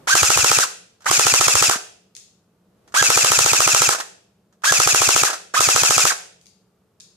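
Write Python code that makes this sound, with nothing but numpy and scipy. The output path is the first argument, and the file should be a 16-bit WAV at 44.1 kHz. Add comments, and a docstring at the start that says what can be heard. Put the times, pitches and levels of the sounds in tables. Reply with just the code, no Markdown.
"""An electric airsoft rifle fires five bursts, up close, down a carpeted hallway.
Its motor whines through steel gears, sagging each time it draws the piston back; the piston slips
free, slams into the cylinder head and rocks the gun. The trigger clicks ahead of most bursts, and a
few plastic ticks fall off to the left while the gun rests. Behind it all sit a short hallway echo,
the rub of hands on the stock and quiet room tone."""
import sys
import numpy as np
from scipy import signal
from scipy.fft import rfft, irfft, next_fast_len
from scipy.io import wavfile
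from scipy.ndimage import map_coordinates

SR = 44100
rng = np.random.default_rng(int(sys.argv[2]) if len(sys.argv) > 2 else 0)


def digitize_waveform(pressure):
    """Quantize a signal to 16-bit integers and store it at the path in sys.argv[1].

    Rows of a 2-D input are taken as channels; values are limited to [-1, 1].
    """
    field = np.atleast_2d(pressure).T
    bounded = np.clip(field, -1, 1)
    quanta = np.round(bounded * 32767).astype(np.int16)
    wavfile.write(sys.argv[1], SR, quanta)


N = 315823

# Cue sheet, a row per burst: motor start t/s, first slam t/s, shot count, full-speed period/s,
# run-up lag/s, gear stop t/s, first-pull top pitch f/Hz, coast pitch f/Hz, start clunk level/dB
BURSTS = [(.072, .1531, 7, .0710, .0079, .662, 1603, 2380, -16),
          (1.057, 1.1129, 9, .0715, .0119, 1.761, 1200, 1850, -26),
          (2.941, 3.0259, 13, .07157, .0061, 3.957, 1705, 1861, -16),
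          (4.636, 4.7233, 8, .07205, .0068, 5.305, 1707, 2259, -21),
          (5.538, 5.6064, 7, .07286, .0095, 6.132, 1380, 3000, -21)]
# First pull of the piston: t/s from motor start, share of top pitch, scrape level/dB, whine level/dB
RUN_UP = [(0, 0.174, -15, -11), (0.008, 0.487, -4, -0.5), (0.024, 0.701, 1.5, -3), (0.036, 0.919, 2, -3),
          (0.058, 0.989, 0, 1), (0.074, .95, -2, -5.5)]
# One turn of the sector gear: share of the turn, nominal pitch f/Hz, scrape level/dB, whine level/dB
GEAR_TURN = [(0, 2703, 1, -28), (.17, 2818, 1, -18), (.21, 2827, 3, -6), (.45, 2713, 2.5, -1),
             (.63, 2552, -0.5, 1.5), (.79, 2328, 1.5, 0.5), (.86, 2236, -5.5, -22.5)]
# Spin-down: share of the time from last shot to stop, scrape level/dB, whine level/dB
COAST = [(.12, -5, -22), (.24, 3.5, -10), (.42, 1.5, -6), (.56, 0, -3), (.7, 1, -4), (.82, -8, -8),
         (.98, -11.5, -17.5)]
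# Partials of the whine: multiple of the tooth-mesh pitch, level/dB
WHINE_PARTIALS = [(1, 0.84), (2, -2), (2.35, -10.5), (2.7, -7.5), (3, -3), (4, -5.5)]
WHINE_EQ = [(400, -17), (800, -7.5), (1200, 4), (1620, 5), (2000, -5), (2300, -7.5), (2600, -1.5),
            (2900, -9), (3350, -3), (4200, -4.5), (5450, -2), (6300, 6.5), (7100, 3), (7850, -6.5),
            (8250, -5), (9000, -14), (14000, -21)]  # how well the gun radiates a partial: f/Hz, level/dB
SCRAPE_EQ = [(120, -59), (260, -44.5), (450, -18), (760, -10), (1000, -17), (1400, -4.5), (2000, -10.5),
             (2700, -9.5), (3700, -9), (4700, -8), (5900, -4), (6900, -3), (9000, -10.5), (11500, -17.5),
             (14500, -25)]  # teeth scraping: f/Hz, level/dB

# Hits within a shot: t/s from the slam, crack level/dB, knock level/dB. The rows are release, nozzle,
# air puff, slam, rebound, second rebound, latch, rack pick-up and its bounce.
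SHOT_HITS = [(-.0134, -18, -22), (-.0022, -5.5, -11), (-.001, -6.5, -28), (0, -2.5, .3), (.0021, -18, -17),
             (.0062, -16, -21), (.0102, -9.5, -16), (.0146, -10, -11), (.0192, -17, -21)]
HIT_SCATTER = (.0004, 2)  # shot-to-shot spread of the lesser hits: t/s, level/dB
CRACK_EQ = [(150, -48), (400, -27), (1200, -5.5), (2200, -6.5), (4500, -8.5), (7200, 0), (9500, -10),
            (14500, -19.5)]  # bright attack of a hit: f/Hz, level/dB
SHELL_MODES = [(380, -6, 0.011), (778, -3, 0.014), (1020, -3, 0.011), (1310, -2, 0.019),
               (1720, -19.5, .014), (2300, -19.5, 0.0032), (3250, -12.5, 0.012), (4550, -14.5, .007)]  # ring of the gearbox shell: f/Hz, level/dB, t60/s
LATCH_CLUNKS = [(.647, -24), (1.743, -20), (1.754, -15.5), (3.926, -12), (3.947, -14.5), (3.984, -19),
                (3.999, -14.5), (5.292, -20), (5.3, -13.5), (5.33, -14.5), (5.354, -31), (6.119, -14)]  # stopping gears fall back on the latch: t/s, level/dB
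RATTLE_EQ = [(200, -36.5), (700, -3.5), (1100, -5), (1350, 2.5), (1700, -1.5), (2200, -10), (4500, -9.5),
             (6800, -6.5), (9500, -17), (14500, -29.5)]  # loose gears: f/Hz, level/dB
THUMPS = [(0.2345, -23.5, 85), (0.394, -27, 84.26), (1.557, -25.5, 84.7), (1.761, -30, 229.1),
          (3.411, -28, 121.6)]  # stray low thumps under the bursts: t/s, level/dB, f/Hz

TRIGGER_CLICKS = [(1.006, -47), (1.02, -45.5), (1.044, -39), (2.877, -45.5), (2.922, -43.5), (4.526, -54.5),
                  (4.62, -44)]  # the finger takes up the trigger: t/s, level/dB
TICKS = [(2.151, -27.5), (2.1655, -25.5), (6.4131, -39.5), (6.458, -40), (6.4672, -36.5), (7.0008, -33.5),
         (7.006, -30)]  # small plastic ticks: t/s, level/dB
TICK_EQ = [(590, -65), (1400, -30.5), (2200, -19.5), (3000, -14.5), (4350, -11), (6500, -7), (9500, -19.5),
           (14900, -37)]  # their thin, bright tone: f/Hz, level/dB
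GUN_PAN = [(60, -1.5), (99, -6.5), (160, 1.5), (270, -4.5), (440, -3), (730, -1), (1200, -7.5), (1970, -4),
           (3240, -2), (5340, 3.5), (8790, 0.5), (14500, -11)]  # stereo lean of the gun: f/Hz, left minus right level/dB
GUN_LAG = [(80, .5), (300, 0.15), (700, 1.3), (1400, 1.25), (6000, 1.44)]  # how far left trails right: f/Hz, phase/rad

HALL_DECAY = [(150, 0.42), (400, 0.83), (1000, 0.32), (3000, 0.58), (7000, 0.44), (10000, .45),
              (14000, 0.28)]  # reverb time of the hallway: f/Hz, t60/s
HALL_EQ = [(150, -8), (400, -0.5), (900, 3), (3000, -1.5), (14000, 3)]  # how strongly the hallway answers: f/Hz, level/dB
GRIP_FADER = [(0, -50), (0.068, -50.5), (0.298, -70), (2.4, -82), (2.75, -65.5), (2.92, -58),
              (3.099, -86.5)]  # hands shifting on the stock: t/s, level/dB
ROOM_EQ = [(15, -49), (25, -29.5), (124, -8.5), (146, -16), (181, -2.5), (249, -19.5), (449, -14),
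           (542, -21.5), (587, -20), (831, -26), (1000, -28), (1240, -27), (1900, -36), (14900, -45)]  # room tone: f/Hz, level/dB


def gears(whine_db=-18.5, scrape_db=-19.5, chatter_db=1.0):
    """Meshing steel teeth sing a rough, gliding whine and scrape unevenly, once per tooth."""
    hz, scrape_gain, whine_gain = motor()
    wavering_hz = hz * (1 + .009 * wobble(150) + .008 * wobble(20))
    phase = 2 * np.pi * np.cumsum(wavering_hz) / SR + .18 * wobble(1200)
    # upper partials leave the gun by many paths, so their phase drifts apart left and right
    paths = np.array([wobble(60), wobble(60)])
    whine = 0
    for k, db in WHINE_PARTIALS:
        gain = amp(db + curve(WHINE_EQ, k * hz) + 2.2 * wobble(250))
        smear = (k - 1) * paths + min(k - 1, .65) * wobble(600)
        whine += gain * np.sin(k * phase + smear)
    teeth = (1 + .5 * np.cos(phase)) * amp(1.5 * wobble(700) + chatter_db * wobble(110))
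    scrape = noise(SCRAPE_EQ, 350, scrape_gain * teeth)
    return amp(whine_db) * whine_gain * whine + amp(scrape_db) * scrape


def motor(nominal_turn_s=.072, sag=.35, release_s=.012, effort_db=7, momentum_db=8):
    """Automation for pitch, scrape gain and whine gain: the motor runs up, sags per shot and coasts."""
    keys = []  # t/s, f/Hz, scrape level/dB, whine level/dB
    for start, *firing, stop, pull_hz, coast_hz, _ in BURSTS:
        shots = slam_times(*firing)
        first, last = shots[0], shots[-1]
        keys.append((start - .002, 0, -90, -90))
        pull_db = effort_db * np.log2(pull_hz / BURSTS[0][6])  # a faster first pull scrapes harder
        keys += [(start + age, share * pull_hz, scrape + pull_db, whine)
                 for age, share, scrape, whine in RUN_UP if start + age < first - release_s]
        keys += [(first - release_s, .95 * pull_hz, -3, -1), (first - .008, pull_hz, -12, -20)]
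        for shot, gap in zip(shots, np.diff(shots)):
            bend = (nominal_turn_s / gap) ** sag  # a slower turn sits lower
            keys += [(shot + share * gap, hz * bend, *levels) for share, hz, *levels in GEAR_TURN]
        # current off: the spring brakes ever harder; fast gears still sing, slow ones only grind
        keys.append((last, coast_hz, *GEAR_TURN[0][2:]))
        spin_db = momentum_db * np.log2(coast_hz / GEAR_TURN[0][1])
        for share, scrape, whine in COAST:
            falling_hz = coast_hz * (1 - share ** 2)
            keys.append((last + share * (stop - last), falling_hz, scrape + spin_db / 2, whine + spin_db))
        keys.append((stop + .02589, 0, -90, -90))
    s, hz, scrape_db, whine_db = np.transpose(sorted(keys))
    t = np.arange(N) / SR
    return np.interp(t, s, hz), amp(np.interp(t, s, scrape_db)), amp(np.interp(t, s, whine_db))


def slam_times(first, count, period, lag, settle=.1):
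    """The rhythm of a burst: even, but for a longer first gap while the motor gains speed."""
    k = np.arange(round(count))
    return first + k * period + lag * (1 - settle ** k)


def piston(shots, knock_db=10, crack_db=8.0):
    """Each shot is one firm slam among looser hits: a bright crack layered on a knock of the shell."""
    cracks, knocks = [], []
    for s, db in shots:
        for delay, sharp_db, dull_db in SHOT_HITS:
            late, louder = rng.standard_normal(2) * (delay != 0) * HIT_SCATTER
            cracks.append((s + delay + late, db + sharp_db + louder))
            knocks.append((s + delay + late, db + dull_db + louder))
    crack = noise(CRACK_EQ, 2000, strike(cracks, decay(.011)))
    return amp(crack_db) * crack + amp(knock_db) * shell_knock(knocks)


def shell_knock(hits, low_cut_hz=270):
    """Hits ring the gearbox shell, too small to carry bass; neighbouring modes swing opposite ways."""
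    t = np.arange(SR // 10) / SR
    ring = sum((-1) ** k * amp(db) * decay(t60) * np.sin(2 * np.pi * hz * t)
               for k, (hz, db, t60) in enumerate(SHELL_MODES))
    return strike(hits, low_cut(ring, low_cut_hz))


def gear_clunks(rattle_db=-3, knock_db=-5):
    """The gears clunk and rattle as they take up their play, and again as they drop onto the latch."""
    clunks = [(start, db) for start, *_, db in BURSTS] + LATCH_CLUNKS
    rattle = noise(RATTLE_EQ, 2200, strike(clunks, decay(.074, rise_s=.0044)))
    return amp(rattle_db) * rattle + amp(knock_db) * shell_knock(clunks)


def recoil(shots, rock_hz=122, rock_db=-12, release_hz=290, release_db=-19, shudder_db=-23):
    """The low end: the piston lets go with a thud, shoves the gun back and leaves it shuddering."""
    lead_s, shudder_s = .006, .011  # the shove peaks just ahead of the slam
    t = np.arange(-SR // 20, SR // 20) / SR
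    push = lambda hz: -np.cos(2 * np.pi * hz * t) * np.exp(-(hz * t / .7) ** 2)
    cues = lambda offset, trim_db: [(s + offset + t[0], db + trim_db) for s, db in shots]
    thud = strike(cues(SHOT_HITS[0][0], release_db), push(release_hz))
    rocking = strike(cues(-lead_s, rock_db), push(rock_hz))
    swell = strike(cues(-lead_s, shudder_db), np.exp(-(t / shudder_s) ** 2))
    shudder = noise([(30, -9), (110, -7.5), (250, -6), (600, -36.5), (2000, -79)], 12, swell)
    thumps = sum(strike([(s + t[0], db)], push(hz)) for s, db, hz in THUMPS)
    return thud + rocking + shudder + thumps


def trigger(rattle_db=-5, knock_db=-3):
    """The finger takes up the trigger: a dull click with a little of the shell in it."""
    rattle = noise(RATTLE_EQ, 2000, strike(TRIGGER_CLICKS, decay(.12)))
    return amp(rattle_db) * rattle + amp(knock_db) * shell_knock(TRIGGER_CLICKS)


def place_gun(x):
    """The close gun reaches the left slightly late, and each side with its own colour."""
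    side = np.array([[.5], [-.5]])
    return filtered(x, lambda hz: amp(side * curve(GUN_PAN, hz)) * np.exp(-1j * side * curve(GUN_LAG, hz)))


def plastic_ticks(level_db=-4, left_db=4):
    """Bright, very short ticks of plastic, panned a little left."""
    pan = amp(left_db * np.array([[.5], [-.5]]))
    return amp(level_db) * pan * noise(TICK_EQ, 370, strike(TICKS, decay(.013)))


def hallway(send, predelay_s=.006):
    """Walls and doors answer after a short gap; each frequency dies at its own speed."""
    hz, t, bands = signal.stft(rng.standard_normal((2, SR * 2 // 3)), SR, nperseg=256)
    tail = signal.istft(bands * amp(-60 * t / curve(HALL_DECAY, hz)[:, None]), SR, nperseg=256)[1]
    tail = np.pad(tail / np.linalg.norm(tail[0]), ((0, 0), (round(predelay_s * SR), 0)))
    wet = signal.fftconvolve(send, tail, axes=1)[:, :N]
    return filtered(wet, lambda hz: amp(curve(HALL_EQ, hz)))


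def hand_rub():
    """Hands shift on the stock with a soft, dark rub."""
    fader = amp(np.interp(np.arange(N) / SR, *np.transpose(GRIP_FADER)))
    return fader * noise([(60, -6), (200, -4.5), (600, -9.5), (2000, -26.5), (14000, -37.5)], 480)


def room_tone(level_db=-63):
    """The quiet of the house: a steady, low bed of air."""
    return amp(level_db) * noise(ROOM_EQ, split_hz=1400)


def amp(db):
    """Decibels to gain."""
    return 10 ** (np.asarray(db) / 20)


def curve(points, hz):
    """Read (f/Hz, value) breakpoints on a log frequency axis."""
    f, value = np.transpose(points)
    return np.interp(np.log(hz + 1), np.log(f + 1), value)


def wobble(rate):
    """A smooth random modulator, rate knots a second."""
    knots = rng.standard_normal(int(N * rate / SR) + 4)
    return map_coordinates(knots, [np.arange(N) * rate / SR], order=2)


def decay(t60, rise_s=.00008):
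    """A percussive envelope: quick attack, exponential fall."""
    t = np.arange(SR // 10) / SR
    return amp(-60 * t / t60) * (1 - np.exp(-t / rise_s))


def strike(cues, shape):
    """Lay one copy of shape at each (t/s, level/dB) cue."""
    s, db = np.transpose(cues)
    impulses = np.bincount(np.round(s * SR).astype(int), amp(db), N)[:N]
    return signal.oaconvolve(impulses, shape)[:N]


def filtered(x, response):
    """Pass x through a complex frequency response."""
    size = next_fast_len(N + 8192)
    return irfft(rfft(x, size) * response(np.fft.rfftfreq(size, 1 / SR)), size)[..., :N]


def low_cut(x, hz):
    """Roll off the bass at 12 dB an octave."""
    return signal.sosfilt(signal.butter(2, hz, "high", fs=SR, output="sos"), x)


def noise(eq, split_hz, envelope=1):
    """Stereo noise shaped by envelope, then by eq: centred below split_hz, wide above."""
    colour = lambda hz: amp(curve(eq, hz)) * np.array([np.ones_like(hz), hz / (hz + split_hz)])
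    mid, side = filtered(envelope * rng.standard_normal((2, N)), colour)
    return np.array([mid + side, mid - side]) / np.sqrt(2 * np.mean(colour(np.arange(SR // 2)) ** 2))


def scene(slam_db=-15.5, gun_send_db=-12):
    """The mix: the gun close and fairly dry, the ticks further off and wetter, the house underneath."""
    shots = [(s, slam_db) for burst in BURSTS for s in slam_times(*burst[1:5])]
    ticks = plastic_ticks()
    gun = trigger() + gears() + piston(shots) + gear_clunks()
    echo = hallway(amp(gun_send_db) * gun + ticks)
    return place_gun(gun + recoil(shots)) + ticks + echo + room_tone() + hand_rub()


def record(dry, low_cut_hz=45, high_cut_hz=14700):
    """The master chain: trim the deep bass, round off the loudest peaks, cut the top steeply."""
    trimmed = low_cut(dry, low_cut_hz)
    rounded = trimmed / (1 + np.abs(trimmed) ** 6) ** (1 / 6)
    return filtered(rounded, lambda hz: 1 / (1 + (hz / high_cut_hz) ** 160))


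dry = scene()
out = record(dry)
digitize_waveform(out)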